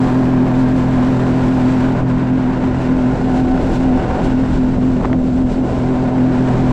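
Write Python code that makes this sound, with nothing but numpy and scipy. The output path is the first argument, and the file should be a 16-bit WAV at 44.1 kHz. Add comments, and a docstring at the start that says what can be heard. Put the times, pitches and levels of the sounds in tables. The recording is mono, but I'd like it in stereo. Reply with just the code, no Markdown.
"""Riding a personal watercraft

A small watercraft cruises over a lake at steady throttle, heard from the rider's chest.
Wind buffets the microphone, water rushes along the hull, spray hisses and gusts slap: all shaped noise.
The three-cylinder engine drones in tones tied to its slightly hunting speed, with a whine and a clatter.
The exhaust gurgles when it dips under water. Part-way through, the wide stereo image closes almost to mono.
"""
import sys
import numpy as np
from scipy import signal
from scipy.fft import rfft, irfft
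from scipy.io import wavfile
from scipy.ndimage import uniform_filter1d, minimum_filter1d

SR = 44100
rng = np.random.default_rng(int(sys.argv[2]) if len(sys.argv) > 2 else 0)


def store_wav(level_fs):
    """Save 16-bit WAV to argv[1]."""
    pcm = np.round(np.clip(np.atleast_2d(level_fs), -1, 1) * 32767)
    wavfile.write(sys.argv[1], SR, pcm.T.astype(np.int16))


N = 296352
TIME = np.arange(N) / SR
BINS = np.fft.rfftfreq(N, 1 / SR)
FIRINGS = 3  # per engine cycle, which is two crank turns


def amp(db):
    """Turns decibels into a gain."""
    return 10 ** (np.asarray(db) / 20)


def unit(x):
    """Scales a sound to an average strength (rms) of 1."""
    return x / np.sqrt(np.mean(x ** 2) + 1e-20)


def curve(rows):
    """Joins (time [s], value) rows with straight lines."""
    return np.interp(TIME, *np.transpose(rows))


def across(points):
    """Joins (frequency [Hz], value) rows with straight lines on a log-frequency axis."""
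    hz, value = np.transpose(points)
    return np.interp(np.log(BINS + 1), np.log(hz + 1), value)


def swells(rows):
    """Adds up bell-shaped swells from (time [s], length [s], height [dB]) rows."""
    total = np.zeros(N)
    for s, length, db in rows:
        total = total + db * np.exp(-(2 * (TIME - s) / length) ** 2)
    return total


def wander(rate_hz):
    """Smooth random drift of rms 1; changes much faster than the given rate are filtered out."""
    spectrum = rfft(rng.standard_normal(N))
    return unit(irfft(spectrum / (1 + (BINS / rate_hz) ** 4), N))


def tint(x, colour, modes=()):
    """Colours a sound by a spectrum and by resonances, which lift narrow bands; rms 1."""
    db = across(colour)
    for hz, width, lift in modes:
        db = db + lift / (1 + (2 * (BINS - hz) / width) ** 2)
    return unit(irfft(rfft(x) * amp(db), N))


# How alike the left and right noise is: (frequency [Hz], likeness [0 to 1])
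LIKENESS = [(30, .7), (70, .8), (120, .92), (300, .95), (700, .94), (1500, .9), (2800, .77), (5000, .6),
            (8000, .45), (12000, .15)]


def noise(colour, modes=(), drive=1):
    """Turbulence at two microphone ports, least alike in the treble; drive shapes it before colouring."""
    shared, apart = rfft(rng.standard_normal((2, N)) * drive)
    same = np.clip(across(LIKENESS), 0, 1)
    mid = shared * np.sqrt(1 + same)
    side = apart * np.sqrt(1 - same)
    return tint(irfft(np.array([mid + side, mid - side]), N), colour, modes)


# Wind strength at the microphone: (time [s], level [dB])
WIND_STRENGTH = [(0, -2.5), (1.4, 0), (1.95, -0.5), (2.3, -4), (3.7, 4.5), (5.1, 2.5), (6.1, -2.5),
                 (6.72, 1.5)]
# Which way the microphone faces: (time [s], 0 to the bow up to 1 down at the handlebars)
FACING = [(0, 0.013), (1.1, 0.097), (1.8, 0.45), (2.7, 0.47), (3.2, 1), (4.3, 0.91), (4.7, 0.69),
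          (5.6, 0.77), (6.1, 0.42), (6.72, 0)]
# Relative spectra of the buffeting and the rush: (frequency [Hz], level [dB per Hz])
BUFFET_COLOUR = [(6, -9), (16, -2.5), (26, 3), (50, -2), (80, -3), (130, -11), (200, -8.5), (300, -15),
                 (600, -29.5), (2000, -79.5)]
RUSH_COLOUR = [(40, -17.5), (100, -1), (200, 0.5), (320, 1.5), (400, -4.5), (470, -5), (560, -5.5),
               (670, -9.5), (750, -9.5), (850, -19.5), (1200, -23.5), (3000, -42), (8000, -76.5)]


def wind(eddies, buffet_db=-23.0, gust_db=1., gust_hz=11.0,
         rush_db=-22.0, rush_follow=0.35, rush_facing_db=-1.5, flutter_db=1.9):
    """Gusty low buffeting on the microphone, and a rush that flutters with the eddies."""
    buffet_level = buffet_db + curve(WIND_STRENGTH) + gust_db * wander(gust_hz)
    buffet = amp(buffet_level) * noise(BUFFET_COLOUR)
    # the rush follows only part of the wind's rise and fall
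    rush_level = rush_db + rush_follow * curve(WIND_STRENGTH) + rush_facing_db * curve(FACING)
    rush = amp(rush_level) * noise(RUSH_COLOUR, drive=amp(flutter_db * eddies))
    return buffet + rush


# How much water the hull throws up: (time [s], level [dB])
WAKE = [(0, 2.5), (.4, -2), (1.7, 3.5), (2.1, -4), (2.5, -4), (3.3, 1), (4.5, -.5), (4.8, -1), (5.2, -1.5),
        (5.7, 0.5), (6.15, -2), (6.6, 2)]
# The hull meets a wavelet and the spray flares: (time [s], length [s], lift [dB])
SPLASHES = [(.19, 0.025, 4), (.6, .06, 5.5), (.77, 0.066, 5), (2.1, .04, 4), (2.83, .06, 4),
            (3.38, 0.066, 5), (3.62, .04, 3), (3.76, 0.14, 6), (4.25, 0.037, 6.5), (4.55, 0.11, 3),
            (5.53, 0.044, 3.5)]
# Relative spectrum of the hiss: (frequency [Hz], level [dB per Hz])
SPRAY_COLOUR = [(500, -15.5), (1500, 1.5), (2800, 3.5), (4000, 1.5), (5500, -2.5), (7000, -5), (7900, -7.5),
                (8600, -12.5), (10000, -15.5), (12000, -26.5), (15000, -40.5)]
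# Ringing of the small microphone port: (frequency [Hz], width [Hz], lift [dB])
PORT_MODE = [(7620, 330, 7)]
# Level of the faint treble band above about 9 kHz, before its overall boost: (time [s], level [dB])
TREBLE_LEVEL = [(0, -65), (1.0, -67), (1.93, -66), (2.02, -90), (2.9, -86), (3.35, -73), (3.76, -66),
                (4.0, -90), (6.1, -90), (6.72, -78)]
# Relative spectrum of the faint treble band: (frequency [Hz], level [dB per Hz])
TREBLE_COLOUR = [(5000, -29.5), (8500, -9), (10000, -2), (11000, -2), (12200, 1), (13500, -5.5),
                 (15500, -7.5)]


def spray(eddies, chop, level_db=-44.5, flutter_db=0.64, grain_db=0.6, treble_boost_db=2.5):
    """Grainy hiss of thrown water, ringing the port, with a faint top-treble band that cuts in and out."""
    grain = amp(flutter_db * eddies + grain_db * wander(700))
    hiss_level = level_db + curve(WAKE) + swells(SPLASHES) + chop
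    hiss = amp(hiss_level) * noise(SPRAY_COLOUR, PORT_MODE, grain)
    treble = amp(curve(TREBLE_LEVEL) + treble_boost_db) * noise(TREBLE_COLOUR, drive=grain)
    return hiss + treble


# Sharp gusts: (time [s], level before panning [dB], rise [s], fall [s],
#               pan [-1 left to 1 right], bright snap [share of the gust's strength])
SLAPS = [(1.951, -24, .002, .008, -.9, .05), (1.964, -20, .01, .006, -.9, .1),
         (2.005, -29, .012, .008, .9, 0), (2.102, -23, .002, .008, -.6, .2),
         (2.315, -30, .01, .015, -.9, .15), (3.576, -26, .002, .005, 0, .1),
         (4.044, -25, .002, .006, 0, .1), (4.738, -26, .002, .006, 0, .15), (4.838, -28, .016, .008, 0, 0),
         (4.908, -30, .008, .008, 0, 0), (5.013, -26, .004, .002, 0, .05), (5.049, -17, .007, .002, 0, .2),
         (5.0545, -14.5, .002, .003, 0, .35), (5.101, -21, .001, .003, 0, 0),
         (5.121, -28, .008, .012, 0, .1), (5.1305, -18.5, .001, .002, 0, .5),
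         (6.413, -25, .002, .005, 0, .1)]
# Relative spectra of the slap and its snap: (frequency [Hz], level [dB per Hz])
SLAP_COLOUR = [(60, -8), (300, 14), (900, 17), (1400, 6), (2100, -9.5), (3200, -29.5), (5000, -28),
               (12000, -55.5)]
SNAP_COLOUR = [(500, -20), (1400, 5), (2000, 2), (3200, -9.5), (4500, -16.5), (7000, -25.5), (12000, -48.5)]


def slaps():
    """Each sharp gust builds for a moment and breaks off; some strike one port harder, some carry a snap."""
    force, snap = np.zeros((2, 2, N))
    for s, db, rise, fall, pan, bright in SLAPS:
        shape = np.exp(-np.maximum((s - TIME) / rise, (TIME - s) / fall))
        gust = np.outer([1 - pan, 1 + pan], amp(db) * shape)
        force = force + gust
        snap = snap + bright * gust
    return force * noise(SLAP_COLOUR) + snap * noise(SNAP_COLOUR)


# Relative spectrum of exhaust blowing through water: (frequency [Hz], level [dB per Hz])
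GURGLE_COLOUR = [(20, -30.5), (60, -12), (105, 1.5), (170, -4.5), (340, 5), (600, -1.5), (800, -3.5),
                 (1200, -15), (3000, -42), (12000, -90)]


def gurgle(cycles, dunk, level_db=-21.0, puff_db=1.5):
    """What a dunk takes from the boom comes back as bubbling, puffed out by each firing."""
    puffs = amp(puff_db * np.cos(2 * np.pi * FIRINGS * cycles))
    taken = 1 - amp(-dunk)
    return amp(level_db) * taken * noise(GURGLE_COLOUR, drive=puffs)


# Base engine speed: (time [s], speed [cycles per second])
SPEED = [(0, 42.6), (1.6, 42.58), (2.2, 42.63), (3.3, 42.62), (3.7, 42.85), (4.5, 42.8), (5.0, 42.5),
         (6.72, 42.45)]


def crank(hunt_hz=6.6, hunt_depth=0.0175, jitter=0.00532):
    """Counts engine cycles; the speed hunts up and down several times a second and jitters slightly."""
    hunt_rate = hunt_hz * (1 + 0.149 * wander(2.496))
    hunt = np.sin(2 * np.pi * np.cumsum(hunt_rate) / SR)
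    speed = curve(SPEED) * (1 + hunt_depth * hunt + jitter * wander(30))
    return np.cumsum(speed) / SR


# Gear whine, lying between the engine orders: (time [s], level [dB])
WHINE_LEVEL = [(0, -47), (.85, -42), (2.0, -45), (3.0, -41), (3.4, -28.5), (4.15, -33), (4.4, -46),
               (5.7, -44.5), (6.1, -35.5), (6.72, -37)]


def whine(cycles, gear_ratio=17.4, octave_db=-14.5, rough=0.5, slip=.07):
    """A wavering gear tone and its octave, geared to the crank."""
    turns = gear_ratio * cycles + slip * wander(22)  # slip in turns of the gear mesh
    sound = np.cos(2 * np.pi * turns) + amp(octave_db) * np.cos(2 * np.pi * 2 * turns)
    return amp(curve(WHINE_LEVEL)) * unit(sound * (1 + rough * wander(9.8)))


# How strongly the clatter reaches the microphone: (time [s], level [dB])
BAY_LEVEL = [(0, -0.5), (.55, -1), (1.93, 0.5), (2.1, -2), (2.8, -2), (3.7, -2.5), (4.1, -0.5), (4.4, -4.5),
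             (4.7, -5), (5.2, -10.5), (5.55, -7.5), (5.8, -5), (6.72, -0.5)]
# Relative spectrum of the clatter: (frequency [Hz], level [dB per Hz])
CLATTER_COLOUR = [(200, -23.5), (500, -10), (750, -0.5), (900, 4), (1250, -3.5), (1700, -5.5), (2300, -11),
                  (3200, -18.5), (5000, -26.5), (8000, -36), (14000, -66)]
# Engine bay resonances facing the bow, then facing down: (frequency [Hz], width [Hz], lift [dB])
BOW_MODES = [(740, 36, 7.5), (1020, 91, 4.5), (1620, 170, 1.5), (2800, 230, 0)]
DOWN_MODES = [(750, 210, 5), (1150, 240, -3.5), (1465, 150, 6), (2750, 250, 5)]


def clatter(cycles, eddies, chop, level_db=-28.5, knock_db=-7.0,
            turn_db=0.5, firing_db=0.3, flutter_db=1.0, size=1024):
    """Mechanical noise swells with each crank turn and each firing, and rings the engine bay."""
    turn_beat = turn_db * np.cos(2 * np.pi * 2 * cycles)
    firing_beat = firing_db * np.cos(2 * np.pi * FIRINGS * cycles)
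    drive = amp(turn_beat + firing_beat + flutter_db * eddies)
    down = np.clip(curve(FACING), 0, 1)
    sound = np.zeros((2, N))
    for share, modes in (1 - down, BOW_MODES), (down, DOWN_MODES):
        # valves and pistons repeat the same train of knocks in every cycle
        train = rng.standard_normal(size)
        knocks = np.interp(cycles, np.arange(size) / size, train, period=1)
        rattle = noise(CLATTER_COLOUR, modes, drive)
        knocking = amp(knock_db) * tint(knocks * drive, CLATTER_COLOUR, modes)
        sound += np.sqrt(share) * (rattle + knocking)
    return amp(level_db + curve(BAY_LEVEL) + chop) * sound


def tone(cycles, order, unevenness, dispersion=.125):
    """One multiple (order) of the cycle rate, uneven in strength; phase shifts smear the exhaust pulse."""
    # the exhaust delays high orders more
    phase = order * cycles - dispersion * order ** 2
    return np.sqrt(2) * np.cos(2 * np.pi * phase) * (1 + unevenness * wander(15))


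# Balance of the growl's tones: (multiple of the cycle rate, relative level [dB])
GROWL_ORDERS = [(8, 0.5), (9, 3.5), (10, -4.5), (11, -11), (12, -7.5), (13, -6.5), (14, -3), (15, -1.5),
                (16, -12), (17, -8.5), (18, -7.5), (19, -12.5), (21, -9), (23, -16.5), (24, -10.5),
                (25, -22)]
# Strength of the whole growl: (time [s], level [dB])
GROWL_LEVEL = [(0, -34), (1.9, -34), (2.1, -40.5), (2.9, -35), (3.6, -34), (4.15, -34.5), (4.4, -42),
               (5.3, -40), (5.9, -32.5), (6.72, -33)]


def growl(cycles):
    """The higher orders, which swell and fade as the craft turns."""
    orders = sum(amp(db) * tone(cycles, order, unevenness=.33) for order, db in GROWL_ORDERS)
    return amp(curve(GROWL_LEVEL)) * orders


# Low hum beside the firing note and boom: (multiple of the cycle rate, relative level [dB])
HUM_ORDERS = [(2, -10), (4, 0), (5, -1.5), (7, -8.5)]
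# Firing note, three to a cycle, sinking in the middle of the turn: (time [s], level [dB])
FIRING_LEVEL = [(0, -19), (1.9, -20.5), (2.1, -20.5), (3, -24.5), (4.1, -30), (4.55, -25), (5.3, -29),
                (6.72, -18)]
# Exhaust boom, an octave above the firing note: (time [s], level [dB])
BOOM_LEVEL = [(0, -13), (1.3, -15.5), (1.65, -12.5), (2.0, -16.5), (3.0, -16), (3.9, -13.5), (4.45, -16.5),
              (5.05, -16.5), (6.2, -15), (6.72, -16.5)]


def drone(cycles, dunk, bob, hum_db=-16.5, hum_follow=0.44, hum_rough=0.17, boom_rough=0.034,
          wobble_db=1.7, wobble_hz=8., waver_db=0.17, facing_waver_db=2.5, waver_hz=7.):
    """Exhaust tones: unequal cylinders fill in a hum; the boom rocks with the hull and chokes in dunks."""
    hum_tones = sum(amp(db) * tone(cycles, order, hum_rough) for order, db in HUM_ORDERS)
    hum = amp(hum_db + hum_follow * curve(FIRING_LEVEL)) * hum_tones
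    # the firing note wavers more when the microphone faces down
    waver = (waver_db + facing_waver_db * curve(FACING)) * wander(waver_hz)
    firing = amp(curve(FIRING_LEVEL) + waver) * tone(cycles, FIRINGS, boom_rough)
    boom_level = curve(BOOM_LEVEL) + bob - dunk + wobble_db * wander(wobble_hz)
    boom = amp(boom_level) * tone(cycles, 2 * FIRINGS, boom_rough)
    return hum + firing + boom


# The exhaust outlet dips under water, choking the boom: (time [s], length [s], depth [dB])
DUNKS = [(.32, .04, 1), (.47, .04, 6.5), (1.4, .05, 4), (1.99, 0.27, 4), (2.58, .14, 2.5), (2.8, 0.077, 4),
         (3.17, 0.07, 19), (3.62, 0.069, 13), (3.72, 0.075, 17), (4.05, 0.15, 9.5), (4.18, 0.087, 24),
         (5.02, 0.1, 7.5), (5.13, 0.045, 7), (5.53, 0.071, 5), (5.69, .08, 14), (6.55, 0.041, 15)]
# The clatter and hiss drop away briefly: (time [s], length [s], depth [dB])
LULLS = [(2.04, 0.066, 5.5), (2.31, 0.046, 2), (3.47, 0.067, 3), (4.42, 0.045, 2), (4.79, 0.048, 4),
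         (5.16, 0.1, 4.5), (5.45, 0.05, 4.5), (5.62, 0.068, 5), (6.12, 0.043, 0.5)]


def scene(chop_db=0.7, chop_hz=11.0, bob_db=-0.35, bob_hz=3.98):
    """Wind, water and engine; shared eddies shake the noises, and chop rocks clatter and spray alike."""
    cycles, dunk = crank(), swells(DUNKS)
    eddies = unit(wander(53) + .5 * wander(220))
    chop = chop_db * wander(chop_hz) - swells(LULLS)
    bob = bob_db * np.cos(2 * np.pi * bob_hz * TIME)
    surroundings = wind(eddies) + spray(eddies, chop) + slaps() + gurgle(cycles, dunk)
    engine = whine(cycles) + clatter(cycles, eddies, chop) + growl(cycles) + drone(cycles, dunk, bob)
    fade = signal.windows.tukey(N, .001)  # a few milliseconds at each end
    return fade * (surroundings + engine)


def limit(x, ceiling_db=-3.5, hold_s=0.016, order=6):
    """A quick limiter with a soft knee turns down the loudest peaks in both channels together."""
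    span = max(int(hold_s * SR), 2)
    gain = (1 + (abs(x).max(0) / amp(ceiling_db)) ** order) ** (-1 / order)
    return x * uniform_filter1d(minimum_filter1d(gain, span), span)


# Colour difference of the ports, before the width changes: (frequency [Hz], left minus right [dB])
LEAN = [(60, 4.5), (130, -2), (270, -0.5), (580, -1.5), (1220, -2.5), (2600, -1.5)]
# Stereo width, as gain on the left-right difference: (time [s], level [dB])
WIDTH = [(0, -4), (1.0, 1), (1.9, 3), (2.05, 4), (2.2, -0.5), (2.5, -5), (2.8, -12.5), (3.05, -46.5),
         (6.72, -50.5)]


def record(dry, edge_hz=15700):
    """Limits peaks, colours the two ports, varies the stereo width and cuts the highest treble."""
    port_gain = amp(np.outer([.5, -.5], across(LEAN)))
    left, right = irfft(rfft(limit(dry)) * port_gain, N)
    mid = (left + right) / 2
    side = (left - right) / 2 * amp(curve(WIDTH))
    low_pass = signal.firwin(511, edge_hz, window=("kaiser", 9), fs=SR)
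    return signal.oaconvolve(np.array([mid + side, mid - side]), low_pass[None], "same")


dry = scene()
out = record(dry)
store_wav(out)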